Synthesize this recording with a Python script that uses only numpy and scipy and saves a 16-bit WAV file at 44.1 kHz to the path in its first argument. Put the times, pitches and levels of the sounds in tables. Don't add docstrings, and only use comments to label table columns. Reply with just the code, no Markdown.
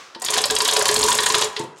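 import sys
import numpy as np
from scipy import signal
from scipy.fft import rfft, irfft
from scipy.io import wavfile
from scipy.ndimage import uniform_filter1d

SR = 44100
rng = np.random.default_rng(int(sys.argv[2]) if len(sys.argv) > 2 else 0)


def materialize(psi):
    bounded = np.clip(np.atleast_2d(psi).T, -1, 1)
    quanta = np.round(bounded * 32767).astype(np.int16)
    wavfile.write(sys.argv[1], SR, quanta)


N = 79380
HIT_SIZE = 8192

# start_s, level_db, housing_ring_db, hollow_knock_db, chatter_s
PAWL_TICKS = [(0.198, -30, -33, -53, 0.0032), (0.2196, -13.5, -44, -30, 0.0032),
              (0.2469, -9.5, -51, -31, 0.0046), (0.2843, -35, -9, -11, 0.0067),
              (0.3034, -7, -41, -17, 0.0052), (0.339, -6.5, -41, -29, 0.0039),
              (0.3751, -9, -22, -8.5, 0.007), (0.4157, -9.5, -30.5, -16.5, 0.0041),
              (0.4542, -8.5, -24, -14, 0.0058), (0.5072, -4.5, -41, -16.5, 0.0039),
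              (0.5506, -6.5, -24, -23, 0.0049), (0.5856, -6.5, -21, -19.5, 0.0035),
              (0.6179, -6.5, -14.5, -21, 0.0034), (0.647, -7.5, -26, -47, 0.0062),
              (0.6771, -6.5, -33, -14.5, 0.0052), (0.7107, -7, -16, -15, 0.0028),
              (0.7335, -6.5, -45, -12, 0.0049), (0.7665, -6, -34, -11, 0.0039),
              (0.791, -6, -12.5, -9.5, 0.0036), (0.823, -5, -46, -10.5, 0.0026),
              (0.8545, -5, -40, -25, 0.0024), (0.8813, -6, -12.5, -19, 0.0048),
              (0.9117, -7, -22, -11.5, 0.0035), (0.9408, -5, -47, -29, 0.0038),
              (0.9621, -9, -33, -12.5, 0.0074), (0.99, -6.5, -31, -42, 0.0046),
              (1.016, -5, -16.5, -23, 0.0024), (1.037, -4.5, -16, -16, 0.0046),
              (1.0618, -9, -16, -35, 0.0042), (1.0817, -5.5, -49, -41, 0.0097),
              (1.102, -7, -50, -25.5, 0.0054), (1.1254, -5, -22.5, -19, 0.0035),
              (1.149, -6.5, -44, -19, 0.0036), (1.1741, -11, -13, -33, 0.0092),
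              (1.203, -9.5, -12, -24, 0.0048), (1.23, -10.5, -14.5, -18, 0.0081),
              (1.2596, -5, -14, -19, 0.0064), (1.2864, -10, -15, -13.5, 0.0048),
              (1.3216, -9, -38, -28, 0.0021), (1.35, -8, -33, -10.5, 0.0038),
              (1.3802, -8.5, -25, -34, 0.0054), (1.4106, -9.5, -31, -10.5, 0.0045),
              (1.4425, -10, -24, -14, 0.0037), (1.527, -35, -26, -12, 0.0029),
              (1.593, -21.5, -24, -10, 0.0038), (1.6184, -50, -14, 2, 0.0036),
              (1.6367, -33, -32, -7, 0.0035), (1.7833, -36, -25, -28, 0.0032)]
# start_s, level_db, low_housing_ring_db, high_housing_ring_db, brightness_db, chatter_s
LINK_CLANKS = [(0.1477, -25, -21, -8, -2.5, 0.0067), (0.2182, -22.5, -39, 0, 14, 0.0021),
               (0.241, -18, -38, -12, 1, 0.0047), (0.2622, -12, -34, -27, 2.5, 0.005),
               (0.2845, -13, -18, -7, -7.5, 0.0051), (0.3358, -9.5, -48, -11, -0.5, 0.008),
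               (0.365, -12, -34, -8, -5, 0.0038), (0.3811, -8.5, -14.5, -20, -5, 0.0061),
               (0.4388, -2, -41, -17, 2.7, 0.0046), (0.5002, -8.5, -7.5, -11, -1.5, 0.0076),
               (0.5638, -2.5, -37, -17.5, 5.5, 0.0039), (0.6033, -3.5, -15, -10, 3.5, 0.0081),
               (0.6525, -9.5, -33, -3, -1, 0.0096), (0.685, -6, -40, -23, -0.7, 0.01),
               (0.7245, -8, -31, -10.5, 3, 0.0049), (0.764, -4, -7, -12, -2, 0.0042),
               (0.8123, -10.5, -14, -16, -3, 0.0062), (0.8557, -7, -43, -12.5, -2.5, 0.0036),
               (0.8891, -5, -9, -18, -3, 0.0049), (0.9615, -4, -12, -42, 0, 0.0034),
               (1.0272, -3, -13.5, -11.5, 6, 0.0091), (1.0834, -8.5, -45, 1.5, -2.5, 0.0068),
               (1.1175, -5, -39, -10.5, -1.5, 0.0048), (1.1861, -7, -15.5, -5.5, -6, 0.0067),
               (1.2329, -14, -27, -28, -5.5, 0.0084), (1.263, -9.5, -31, -9, -8, 0.005),
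               (1.3025, -12.5, -11, -29, -8, 0.0036), (1.3434, -5, -11, -8.5, -5.5, 0.0055),
               (1.4193, -9.5, -6.5, -23, -2.3, 0.01), (1.5644, -14.5, -9.5, -10, -3.5, 0.0078)]
# pitch_hz, level_db, t60_s
PAWL_RESONANCES = [(5400, -9, .02), (6100, -8, .02), (6700, -3, .022), (7050, -2, .03), (7700, -4, .022),
                   (8330, -3, .02), (9220, -5, .02), (10500, -7, .015), (11300, -9, .015),
                   (12600, -18, .015)]
# pitch_hz, level_db, t60_s
LINK_RESONANCES = [(1805, -4, .035), (2440, -12, .045), (2735, -6, .055), (3232, -4, .05), (3390, -6, .04),
                   (3612, -4, .04), (3868, -2, .05), (4200, -5, .035), (4530, -2, .05), (4990, -5, .04)]


def undb(db):
    return 10 ** (np.asarray(db) / 20)


def fall(t60_s, size=HIT_SIZE):
    return np.exp(-np.log(1000) * np.arange(size) / SR / t60_s)


def swell(rise_s, size=HIT_SIZE):
    return 1 - np.exp(-np.arange(size) / SR / rise_s)


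def shape(x, spectrum):
    hz, db = np.array(spectrum, float).T
    size = x.shape[-1]
    bin_hz = np.maximum(np.arange(size // 2 + 1) * SR / size, 1)
    gain = undb(np.interp(np.log(bin_hz), np.log(hz), db))
    return irfft(rfft(x) * gain, size)


def colour(x, spectrum):
    y = shape(x, spectrum)
    return y / np.sqrt(np.mean(y ** 2))


def tint(x):
    tint_db = 1.4
    bumps = np.repeat(rng.standard_normal((len(x), 17)), HIT_SIZE // 32, axis=1)[:, :HIT_SIZE // 2 + 1]
    smooth = uniform_filter1d(bumps, size=HIT_SIZE // 64, axis=1)
    return irfft(rfft(x) * undb(tint_db * smooth), HIT_SIZE)


def ring(modes, scatter_db, count, detune=0.):
    out = np.zeros((count, HIT_SIZE))
    chance = rng.standard_normal((count, len(modes), 2))
    for k, (hz, db, t60_s) in enumerate(modes):
        size = HIT_SIZE if t60_s > .1 else HIT_SIZE // 2
        t = np.arange(size) / SR
        gain = undb(db + scatter_db * chance[:, k, :1])
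        mode_hz = hz * (1 + detune * chance[:, k, 1:])
        out[:, :size] += gain * fall(t60_s, size=size) * np.sin(2 * np.pi * mode_hz * t)
    return out


def place(starts_s, sounds):
    out = np.zeros(N + HIT_SIZE)
    for start_s, x in zip(starts_s, sounds):
        first = int(start_s * SR)
        out[first:first + HIT_SIZE] += x
    return out[:N]


def unit(x):
    power = uniform_filter1d(x ** 2, size=128, axis=1)
    return x / np.sqrt(np.max(power, axis=1, keepdims=True) + 1e-12)


def blows(modes, crack_spectrum, rise_share, chatter_s, ring_db):
    mode_scatter_db, pitch_scatter = 1, 0.0072
    count = len(chatter_s)
    t = np.arange(HIT_SIZE) / SR / np.clip(chatter_s, .0007, .02)[:, None]
    env = (1 - np.exp(-t / rise_share)) * np.exp(-t)

    noise = rng.standard_normal((count, HIT_SIZE))
    sparse = np.abs(noise) > 1.8
    bounces = (noise * env * sparse)[:, :HIT_SIZE // 4]
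    resonance = ring(modes, mode_scatter_db, count, pitch_scatter)
    rung = signal.fftconvolve(resonance, bounces, axes=1)[:, :HIT_SIZE]

    flutter = uniform_filter1d(rng.standard_normal((count, HIT_SIZE)), size=64, axis=1)
    grain = undb(11 * flutter)
    crack = tint(colour(rng.standard_normal((count, HIT_SIZE)), crack_spectrum)) * env * grain
    return unit(unit(crack) + undb(ring_db) * unit(rung)) / 2.8


def shop_floor():
    # pitch_hz, level_db
    floor_spectrum = [(18, -44), (30, -45), (403, 7), (691, 2.5), (827, -2), (1100, 2), (1280, 12),
                      (14000, -101)]
    return colour(rng.standard_normal((2, N)), floor_spectrum) * undb(-52.5)


def earlier_pull():
    fading_db, fading_t60_s = -40.5, 0.79
    # pitch_hz, level_db
    fading_spectrum = [(35, -76), (60, -30), (906, -17), (1160, -7.5), (1280, -20), (1500, -14.5),
                       (4680, -20), (5750, -19), (14000, -47)]
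    noise = colour(rng.standard_normal((2, N)), fading_spectrum)
    return noise * fall(fading_t60_s, size=N) * undb(fading_db)


def room(x):
    rise_s, size = 0.0018, HIT_SIZE * 3
    # pitch_hz, t60_s
    room_decay = [(250, 0.54), (1000, 0.69), (4000, 0.32), (10000, 0.26)]
    decay_hz, decay_t60_s = np.array(room_decay).T
    tail = 0
    for hz in 125 * 2. ** np.arange(7):
        low_hz = hz / np.sqrt(2)
        high_hz = min(hz * np.sqrt(2) * (1 + (hz > 5000)), 18000)
        sos = signal.butter(2, [low_hz, high_hz], "band", fs=SR, output="sos")
        band = signal.sosfilt(sos, rng.standard_normal(size))
        t60_s = np.interp(np.log(hz), np.log(decay_hz), decay_t60_s)
        tail = tail + band * fall(t60_s, size=size)
    tail = tail * swell(rise_s, size=size)
    return signal.fftconvolve(x, tail / np.sqrt(np.sum(tail ** 2)))[:N]


def rumble():
    # time_s, level_db
    rumble_levels = [(0.25, -60), (0.298, -53), (0.43, -74), (0.51, -37.5), (0.768, -68.5), (0.984, -32),
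                     (1.151, -44.5), (1.408, -50), (1.5, -50)]
    # pitch_hz, level_db
    rumble_spectrum = [(30, -1.5), (70, -3.5), (150, -10), (280, -3.5), (500, -67)]
    s, db = np.array(rumble_levels).T
    level = undb(np.interp(np.arange(N) / SR, s, db, left=-90, right=-90))
    return colour(rng.standard_normal(N), rumble_spectrum) * uniform_filter1d(level, size=900)


def thuds():
    thud_t60_s, noise_db = 0.12, -6
    # start_s, level_db, pitch_hz, boom_db
    thud_events = [(0.157, -34, 358, -22), (0.2185, -31, 766.5, -43), (1.597, -22.5, 359, -1),
                   (1.639, -31.5, 390, -20)]
    # pitch_multiple, level_db
    overtones = [(1.35, -9.5), (2.5, -1)]
    # pitch_multiple, level_db
    noise_spectrum = [(.3, -59), (.6, 7), (1, -1), (1.8, -2), (2.5, -11), (6, -15), (20, -64)]
    # pitch_hz, level_db, t60_s
    boom_modes = [(147, 0, 0.062)]
    s, db, pitch_hz, boom_db = np.array(thud_events).T
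    partials = [(0.96, 0)] + list(overtones)
    tones, rough = [], []
    for hz in pitch_hz:
        modes = [(hz * multiple, level_db, thud_t60_s) for multiple, level_db in partials]
        tones.append(ring(modes, 0.48, 1)[0])
        spectrum = [(hz * multiple, level_db) for multiple, level_db in noise_spectrum]
        rough.append(colour(rng.standard_normal(HIT_SIZE), spectrum))
    noise = np.array(rough) * fall(thud_t60_s) * undb(noise_db)
    boom = ring(boom_modes, 0, len(s)) * undb(boom_db)[:, None] * (1 - fall(0.02))
    return place(s, (np.array(tones) + noise + boom) * swell(0.0015) * undb(db)[:, None])


def rattle():
    clinks_per_s, mean_spread_db, max_spread_db = 500, 6, 12
    clink_t60_s, ring_db = 0.017, -13
    # time_s, level_db
    rattle_levels = [(0.208, -47.5), (.27, -32), (.39, -23), (.45, -39), (.69, -25), (0.911, -26),
                     (1.29, -27), (1.439, -23), (1.501, -58.5), (1.598, -33), (1.68, -69), (1.75, -62.5),
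                     (1.8, -43)]
    # pitch_hz, level_db
    rattle_spectrum = [(24, -57), (40, -58), (297, -14.5), (422, -2.5), (697, -24.5), (990, 1.5),
                       (1370, -14.5), (6820, -9), (10700, -21.5), (16000, -70)]
    draw = rng.random((2, N))
    struck = draw[0] < clinks_per_s / SR
    spread_db = np.minimum(-mean_spread_db * np.log(1 - draw[1]), max_spread_db)
    power = signal.fftconvolve(struck * undb(spread_db) ** 2, fall(clink_t60_s) ** 2)[:N]
    clinks = np.sqrt(np.abs(power)) * rng.standard_normal(N)

    modes = ring(LINK_RESONANCES + PAWL_RESONANCES, 0, 1)[0]
    rung = signal.fftconvolve(clinks, modes)[:N]
    s, db = np.array(rattle_levels).T
    level = undb(np.interp(np.arange(N) / SR, s, db, left=-90))
    return level * (colour(clinks, rattle_spectrum) + undb(ring_db) * rung / rung.std())


def housing():
    clank_ring_db = -4
    low_lag_s, low_rise_s, high_rise_s = 0.01002, 0.0061, 0.0048
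    choke_s, low_detune = 0.012, 0.0094
    # pitch_hz, level_db, t60_s
    low_modes = [(396, -10, .1), (429, 3, 0.18)]
    # pitch_hz, level_db, t60_s
    high_modes = [(921, -11.5, .15), (982.8, -1, 0.15), (1024, -5, 0.14), (1115, -2.5, 0.076),
                  (1162, -15, 0.19)]
    t = np.arange(HIT_SIZE) / SR
    clanks, ticks = np.array(LINK_CLANKS), np.array(PAWL_TICKS)
    s = np.r_[clanks[:, 0], ticks[:, 0]]
    clank_db = clank_ring_db + clanks[:, 1]
    tick_db = ticks[:, 1] + ticks[:, 2]
    low_db = np.r_[clank_db + clanks[:, 2], tick_db]
    high_db = np.r_[clank_db + clanks[:, 3], tick_db]

    ends_s = np.r_[clanks[:, 0], N / SR]
    left_s = ends_s[np.searchsorted(ends_s, s, side="right")] - s
    choke = np.exp(-np.maximum(t - left_s[:, None], 0) / choke_s)
    low = ring(low_modes, 1, len(s), low_detune) * swell(low_rise_s) * choke
    high = ring(high_modes, 2.8, len(s), low_detune / 4) * swell(high_rise_s)
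    return place(s + low_lag_s, low * undb(low_db)[:, None]) + place(s, high * undb(high_db)[:, None])


def links():
    clank_db, ring_db, rise_share = 1, -9, 0.099
    # pitch_hz, level_db
    clank_spectrum = [(150, -51), (600, -26), (1300, -11), (1800, -1.5), (2300, -13.5), (3300, -1),
                      (4900, -0.5), (6200, -13.5), (10000, -19.5), (16000, -108)]
    # pitch_hz, level_db, t60_s
    loose_modes = [(1980, -31, .04), (3810, -22, .05), (3960, -26, .04), (4650, -28, .035)]
    s, db, _, _, bright_db, chatter_s = np.array(LINK_CLANKS).T
    clank = blows(LINK_RESONANCES, clank_spectrum, rise_share, chatter_s, ring_db) * undb(clank_db)
    dull = uniform_filter1d(clank, size=8, axis=1)
    treble = clank - dull
    clank = dull * undb(-bright_db)[:, None] + treble
    return place(s, clank * undb(db)[:, None]) + place(s[-1:], ring(loose_modes, 0, 1))


def pawl():
    tick_db, ring_db, rise_share = -2, -3, 0.24
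    # pitch_hz, level_db
    tick_spectrum = [(1000, -12.5), (4000, -25), (6000, 3.5), (8500, 6), (11000, -1), (13000, -16.5),
                     (16000, -74)]
    # pitch_hz, level_db, t60_s
    knock_modes = [(583, -4, 0.051), (674.6, -1, 0.038), (771, -5, 0.068)]
    s, db, _, knock_db, chatter_s = np.array(PAWL_TICKS).T
    ticks = blows(PAWL_RESONANCES, tick_spectrum, rise_share, chatter_s, ring_db) * undb(tick_db)
    knock = ring(knock_modes, 3.3, len(s), 0.028) * undb(knock_db)[:, None] * (1 - fall(0.012))
    return place(s, (ticks + knock) * undb(db)[:, None])


def scene():
    room_db, housing_room_db, quiet_side_db = -8, -6, -35
    # pitch_hz, level_db
    side_spectrum = [(60, -23), (380, -43), (2380, -46.5), (8120, -33.5), (15000, -21)]
    quiet = shop_floor() + earlier_pull()
    body = housing()
    chain = thuds() + rattle() + links() + pawl()
    sent = chain + undb(housing_room_db) * body
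    mid = chain + body + rumble() + undb(room_db) * room(sent) + quiet[0]
    side = shape(room(sent), side_spectrum) + undb(quiet_side_db) * quiet[1]
    return np.array([mid + side, mid - side])


def record(dry):
    bass_cut_hz, top_hz, headroom = 60, 15900, 0.72
    high_pass = signal.butter(2, bass_cut_hz, "high", fs=SR, output="sos")
    thin = signal.sosfilt(high_pass, dry)
    soft = headroom * np.tanh(thin / headroom)
    low_pass = signal.ellip(10, .2, 80, top_hz, fs=SR, output="sos")
    return signal.sosfilt(low_pass, soft)


dry = scene()
out = record(dry)
materialize(out)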